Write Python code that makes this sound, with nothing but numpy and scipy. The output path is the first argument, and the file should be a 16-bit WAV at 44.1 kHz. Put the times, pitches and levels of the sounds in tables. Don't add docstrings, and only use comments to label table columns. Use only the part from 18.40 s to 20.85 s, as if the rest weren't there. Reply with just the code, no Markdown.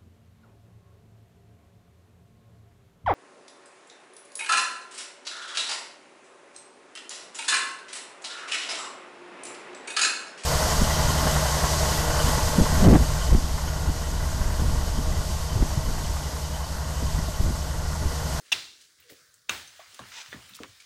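import sys
import numpy as np
from scipy import signal
from scipy.fft import rfft, irfft, next_fast_len
from scipy.io import wavfile
from scipy.ndimage import uniform_filter1d, map_coordinates

SR = 44100
rng = np.random.default_rng(int(sys.argv[2]) if len(sys.argv) > 2 else 0)


def put_to_file(sound):
    columns = np.atleast_2d(sound).T
    safe = np.clip(columns, -1, 1)
    whole_steps = np.round(safe * 32767)
    wavfile.write(sys.argv[1], SR, whole_steps.astype(np.int16))


def invert_db(level):
    return 10 ** (np.asarray(level, dtype=float) / 20)


N = 108045


def unit(x):
    return x / np.sqrt(np.mean(x ** 2) + 1e-20)


def along(points, hz):
    f, v = np.transpose(points)
    return np.interp(np.log(hz + 1), np.log(f + 1), v)


def wobble(rate):
    knots = rng.standard_normal(int(N * rate / SR) + 4)
    return map_coordinates(knots, [np.arange(N) * rate / SR])


def filtered(x, response):
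    m = next_fast_len(len(x) + 8192)
    spectrum = rfft(x, m) * response(np.fft.rfftfreq(m, 1 / SR))
    return irfft(spectrum, m)[:len(x)]


def band(hz, octaves):
    return lambda f: np.exp(-(np.log2((f + 1) / hz) / octaves) ** 2)


def resonances(rows):
    def response(f):
        total = 0
        for k, (centre, width, db) in enumerate(rows):
            damping = 1j * f * width
            total = total + (-1) ** k * invert_db(db) * damping / (centre * centre - f * f + damping)
        return total
    return response


def turbulence(gain, size):
    return unit(filtered(rng.standard_normal(size), gain))


def even_noise(gain, size=N):
    x = turbulence(gain, size)
    envelope = np.abs(signal.hilbert(x))
    return unit(x / np.sqrt(envelope + .1))


def add(out, s, x):
    part = out[round(s * SR):][:len(x)]
    part += x[:len(part)]


def swell(rise_s, t60, size, bend=1):
    t = np.arange(size) / SR
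    rise = np.sin(np.pi / 2 * np.clip(t / rise_s, 0, 1)) ** 2
    return rise * invert_db(-60 * (np.clip(t - rise_s, 0, None) / t60) ** bend)


def tail(size, longer):
    # f/Hz, t60/s
    forest_decay = [(200, 0.44), (800, 0.41), (2000, 0.47), (4000, 0.65), (8000, 0.63), (14000, 0.48)]
    hz, t, z = signal.stft(rng.standard_normal(size), SR, nperseg=256)
    t60 = longer * along(forest_decay, hz)[:, None]
    return signal.istft(z * invert_db(-60 * t / t60), SR, nperseg=256)[1][:size]


def gusts(rows, octaves, rough_db, bend, source):
    out, n = np.zeros(N), SR // 2
    rough = invert_db(rough_db * wobble(250))
    for s, db, hz, rise, t60 in rows:
        gust = source(band(hz, octaves), size=n) * swell(rise, t60, n, bend)
        add(out, s, invert_db(db) * gust)
    return out * rough


def rumble():
    # f/Hz, level/dB per Hz
    rumble_colour = [(20, -4), (50, -9), (85, -13), (400, -24.5), (1200, -82)]
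    flutter = invert_db(-81.5 + 3 * wobble(14))
    return flutter * even_noise(lambda f: invert_db(along(rumble_colour, f)))


def sizzle():
    # t/s, level/dB
    strength = [(0, -58), (.1, -58), (.3, -58.5), (.55, -61.5), (.8, -58), (1.07, -63.5), (1.3, -54),
                (1.5, -52), (1.7, -50.5), (2.05, -50.5), (2.3, -54), (2.45, -57.5)]
    # f/Hz, level/dB per Hz
    near_colour = [(150, -28), (300, -9.5), (800, -18.5), (1650, -5), (2700, -13.5), (4450, -5), (9000, -9),
                   (15900, -20.5)]
    lull_colour = [(150, -22), (600, -14), (850, -19), (1400, -4.5), (1750, -5), (2640, -16.5), (4580, -3),
                   (15900, -17)]
    away_colour = [(150, -24), (500, -14.5), (900, -10), (1300, -5.5), (3500, -4.5), (6500, -7),
                   (15900, -19)]
    # f/Hz, width/octaves, level/dB
    hollow = (880, 0.34, -3.5)
    turn_s = (.72, .84, 1.1, 1.25)

    z = signal.stft(rng.standard_normal(N), nperseg=512)[2]
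    patches = uniform_filter1d(uniform_filter1d(rng.standard_normal(z.shape), 6, 0), 12, 1)
    patchy = unit(signal.istft(z * invert_db(1.6 * unit(patches)), nperseg=512)[1][:N])

    crackles = (rng.random(N) < 400 / SR) * rng.standard_normal(N)
    crackles = crackles * invert_db(2.5 * np.clip(rng.exponential(size=N), 0, 2))
    raw = patchy + invert_db(-11) * unit(crackles)

    hz, octaves, depth_db = hollow
    cancelled = band(hz, octaves)

    def coloured(colour):
        return unit(filtered(raw, lambda f: invert_db(along(colour, f) + depth_db * cancelled(f))))

    near, lull, away = coloured(near_colour), coloured(lull_colour), coloured(away_colour)
    t = np.arange(N) / SR
    low = np.interp(t, turn_s, [0, 1, 1, 0])
    turn = np.interp(t, turn_s, [0, 0, 0, 1])
    level_db = np.interp(t, *np.transpose(strength)) + 0.5 * wobble(24.28)
    return invert_db(level_db) * ((1 - low - turn) * near + low * lull + turn * away)


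def whistle():
    # level/dB, f/Hz, width/Hz, rise/s, t60/s
    tone = (-64, 478, 20, .04, .8)
    db, hz, width, rise, t60 = tone
    out = np.zeros(N)
    breath = even_noise(lambda f: 1 / (1 + ((f - hz) / width) ** 2), size=SR)
    add(out, .63, invert_db(db) * breath * swell(rise, t60, size=SR))
    return out


def puffs():
    # t/s, level/dB, centre f/Hz, rise/s, t60/s
    puff_rows = [(.02, -59, 3000, 0.047, 0.6), (.38, -54.5, 4400, 0.048, 0.16),
                 (.58, -64, 2580, 0.012, 0.87), (.67, -54, 3180, 0.03, 0.29),
                 (.695, -51, 13900, 0.01, 0.16), (1.396, -51, 1530, 0.0033, 0.22),
                 (1.545, -53, 2150, 0.0019, 0.034), (1.6, -53, 1450, 0.013, 0.45),
                 (1.545, -49.5, 6000, 0.00093, 0.028), (1.591, -53, 4450, 0.00092, 0.048),
                 (1.915, -56.5, 1770, 0.0077, 0.45), (2.08, -55, 1900, 0.017, .1),
                 (2.142, -43, 4870, 0.011, 0.053), (2.156, -46.5, 9100, 0.0045, 0.035),
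                 (2.236, -45.5, 1360, 0.0015, 0.061), (2.395, -54.5, 4100, 0.0043, 0.21)]
    return gusts(puff_rows, octaves=1.2, rough_db=3, bend=1.38, source=turbulence)


def jet():
    # t/s, level/dB
    jet_strength = [(1.714, -70), (1.72, -47.5), (1.745, -45.5), (1.762, -41.5), (1.789, -39), (1.797, -43),
                    (1.812, -40), (1.835, -51), (1.89, -51.5)]
    # f/Hz, width/Hz, level/dB
    throat = [(950, 240, -3), (1450, 280, -1), (2470, 1350, 1), (4000, 800, 1.5), (4900, 600, 0.5),
              (6100, 1100, 0.5), (7900, 1200, -7)]
    spits = (rng.random(N) < 1500 / SR) * rng.standard_normal(N)
    source = rng.standard_normal(N) + invert_db(-5) * unit(spits)
    flow = unit(filtered(source, resonances(throat)))
    s, db = np.transpose(jet_strength)
    return flow * np.interp(np.arange(N) / SR, s, invert_db(db), 0, 0)


def thuds():
    # t/s, level/dB, centre f/Hz, t60/s
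    thud_rows = [(0, -70.5, 440, 0.52), (0.133, -57, 75, 0.41), (0.126, -59.5, 330, 0.71),
                 (0.582, -71, 107, 0.49), (0.699, -56, 430, 0.28), (0.713, -75, 93, 0.26),
                 (.81, -73, 120, 0.22), (.88, -70, 90, 0.12), (.95, -75, 130, 0.57),
                 (1.092, -47.5, 258, 0.39), (1.101, -54.5, 82.6, 0.63), (1.47, -72, 82, 0.36),
                 (1.527, -66, 328, 0.27), (1.595, -49.5, 240, 0.26), (1.601, -52.5, 93, 0.34),
                 (1.749, -71, 132, 0.13), (1.88, -61.5, 112, 0.64), (1.591, -44.5, 600, 0.11),
                 (1.927, -48, 505, 0.076), (1.941, -43, 284, 0.16), (1.96, -55, 750, 0.41),
                 (1.944, -51, 95, 0.34), (2.029, -69, 170, 0.35), (2.105, -60.5, 161, 0.45),
                 (2.201, -40, 400, 0.15), (2.208, -58.5, 81, 0.21), (2.236, -48.5, 315, 0.15),
                 (2.282, -58, 89, 0.24)]
    rows = [(s, db, hz, 1.4 / hz, t60) for s, db, hz, t60 in thud_rows]
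    return gusts(rows, octaves=0.71, rough_db=0.83, bend=0.94, source=even_noise)


def snaps():
    # t/s, peak level/dB, centre f/Hz
    snap_rows = [(0.696, -44.5, 2500), (1.3946, -45, 2504), (1.5915, -39, 4000), (1.862, -33.5, 2550),
                 (2.2344, -22, 2720), (1.0983, -16, 3630), (1.929, -39.5, 1900), (2.1525, -37, 7000),
                 (2.161, -38, 6400), (2.281, -40.5, 6800)]
    out = np.zeros(N)
    for s, db, hz in snap_rows:
        body = resonances([(hz, 1.4 * hz, 0)])
        step = filtered(np.arange(300) == 0, lambda f: body(f) ** 2)
        add(out, s, -invert_db(db) * step / np.abs(step).max())
    return out


def knocks():
    # t/s, peak level/dB, f/Hz, t60/s
    knock_rows = [(.6036, -56, 14500, 0.0069), (.625, -54, 2720, 0.018), (.698, -45.5, 1920, 0.014),
                  (0.712, -49.5, 430, 0.025), (0.7233, -41, 384, 0.0082), (0.9414, -49.5, 8530, 0.0062),
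                  (1.0896, -31.5, 2364, 0.041), (1.2761, -43.5, 6250, 0.026), (1.3931, -39.5, 699, 0.028),
                  (1.399, -46, 1100, 0.044), (1.5455, -46, 8800, 0.004), (1.5452, -41.5, 5100, 0.0052),
                  (1.591, -35, 1063, 0.026), (1.5923, -34, 4060, 0.0034), (1.592, -36, 1630, 0.013),
                  (1.6065, -50, 1100, 0.01), (1.635, -43, 1690, 0.011), (1.7172, -44, 1420, 0.024),
                  (1.7185, -40.5, 2270, 0.01), (1.8611, -38, 1840, 0.0037), (1.9165, -43, 3560, 0.022),
                  (1.922, -41, 1810, 0.014), (1.9288, -26, 1770, 0.0051), (1.9292, -37.5, 3480, 0.017),
                  (1.932, -41, 1930, 0.03), (1.941, -39, 1190, 0.0088), (1.9555, -45, 1650, 0.024),
                  (2.0947, -48.5, 13100, 0.0086), (2.1361, -40.5, 3620, 0.0085), (2.1895, -37, 1240, 0.012),
                  (2.2032, -33.5, 274, 0.021), (2.2337, -36, 1744, 0.0082), (2.4005, -46.5, 2280, 0.02),
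                  (2.405, -46, 4880, 0.0085)]
    out, t = np.zeros(N), np.arange(SR // 8) / SR
    for s, db, hz, t60 in knock_rows:
        drift = np.cumsum(rng.standard_normal(len(t))) * .0011 * np.sqrt(hz)
        ring = -np.sin(2 * np.pi * hz * t + drift) * swell(.1 * t60, t60, len(t), 1.15)
        click_db = -8 + 6.5 * np.log2(hz / 2000) - 60 * t / np.minimum(t60, .008)
        click = even_noise(band(hz, 0.99), size=len(t)) * invert_db(click_db)
        hit = invert_db(db) * (ring + click)
        room = tail(SR // 4, 0.35)
        add(out, s, hit)
        add(out, s + 0.0017, invert_db(-4.5) * signal.fftconvolve(hit, room / np.linalg.norm(room)))
    return out


def bursts():
    # t/s, peak level/dB
    tear_rows = [
        [(.1178, -25), (.1195, -19), (.1215, -13.5), (.1238, -13.5), (.1266, -14.5), (.1281, -15.5),
         (.1311, -18), (.1352, -24)],
        [(1.0933, -21), (1.0944, -14), (1.0963, -20), (1.0981, -17.5), (1.1005, -25.5), (1.1032, -27.5)],
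    ]
    # f/Hz, width/Hz, level/dB
    stem_modes = [
        [(1840, 120, -9), (2200, 70, -4), (2365, 80, -3), (2760, 154, 9.5), (3140, 75, 0), (3380, 150, 3),
         (3850, 260, 0), (4940, 120, 0.5), (5640, 220, -3.5), (6350, 240, -3.5), (7780, 76, -9.5),
         (8480, 130, -5)],
        [(720, 100, -7), (1180, 77, 0.5), (1500, 170, 0), (2434, 275, 3), (2960, 280, 2), (3740, 210, -0.5),
         (4390, 110, -6), (6340, 470, -3), (6980, 110, -10), (8750, 370, -26)],
    ]
    # f/Hz, level/dB per Hz
    crack_colours = [
        [(200, -49.5), (800, -9), (3000, -14), (7000, -21), (15900, -30)],
        [(100, -17), (900, -7), (2500, -25), (6500, -8.5), (15900, -36.5)],
    ]
    crack_levels = [5.5, 1.5]
    # f/Hz, level/dB per Hz
    echo_colours = [
        [(88, -25), (150, -14.5), (800, -9), (2300, -2), (2690, -7), (3270, -2.5), (4060, -0.5), (15900, -23.5)],
        [(88, -43), (150, -24), (921, -3.5), (1040, -6), (1440, -2), (3680, -6), (15900, -19.5)],
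    ]
    # t/s, level/dB
    echo_starts = [
        (.128, -31.5),
        (1.1, -32),
    ]

    out = np.zeros(N)
    rows = zip(tear_rows, stem_modes, crack_colours, crack_levels, echo_colours, echo_starts)
    for tears, stem, crack, crack_db, echo, (s, db) in rows:
        push = np.zeros(N)
        for at, peak_db in tears:
            rip = unit(rng.standard_normal(400) * swell(0.00019, 0.006, size=400))
            first_break = invert_db(23.5) * (np.arange(400) == 0)
            add(push, at, invert_db(peak_db) * (0.7 * rip + first_break))
        ringing = filtered(push, resonances(stem))
        raw_crack = filtered(push, lambda f: invert_db(along(crack, f)))
        burst = 1.043 * ringing + 0.36 * invert_db(crack_db) * raw_crack

        trunks = tail(SR, 1) * swell(.01, 99, size=SR)
        out += burst + invert_db(-19) * signal.fftconvolve(burst, trunks / np.linalg.norm(trunks))[:N]
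        diffuse = tail(SR, 1) * swell(.008, 99, size=SR)
        colour = lambda f: invert_db(along(echo, f))
        steady_rms = np.std(filtered(rng.standard_normal(SR), colour))
        add(out, s, invert_db(db) * filtered(diffuse, colour) / steady_rms)
    return out


def scene():
    background = rumble() + sizzle()
    steam = whistle() + puffs() + jet()
    wood = thuds() + snaps() + knocks() + bursts()
    return (background + steam + wood)[None]


def band_limit(x):
    return signal.sosfilt(signal.butter(12, 16960, fs=SR, output="sos"), x)


def record(dry):
    # f/Hz, level/dB
    mic_response = [(30, -21), (60, 1.5), (9500, -2.5), (12500, -8), (13800, -15), (14600, 4), (15800, 1.5)]
    x = filtered(dry[0], lambda hz: invert_db(along(mic_response, hz)) * (hz < 15950))
    x = x / (1 + np.abs(x / .45) ** 3) ** (1 / 3)
    return band_limit(x[None])


dry = scene()
out = record(dry)
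put_to_file(out)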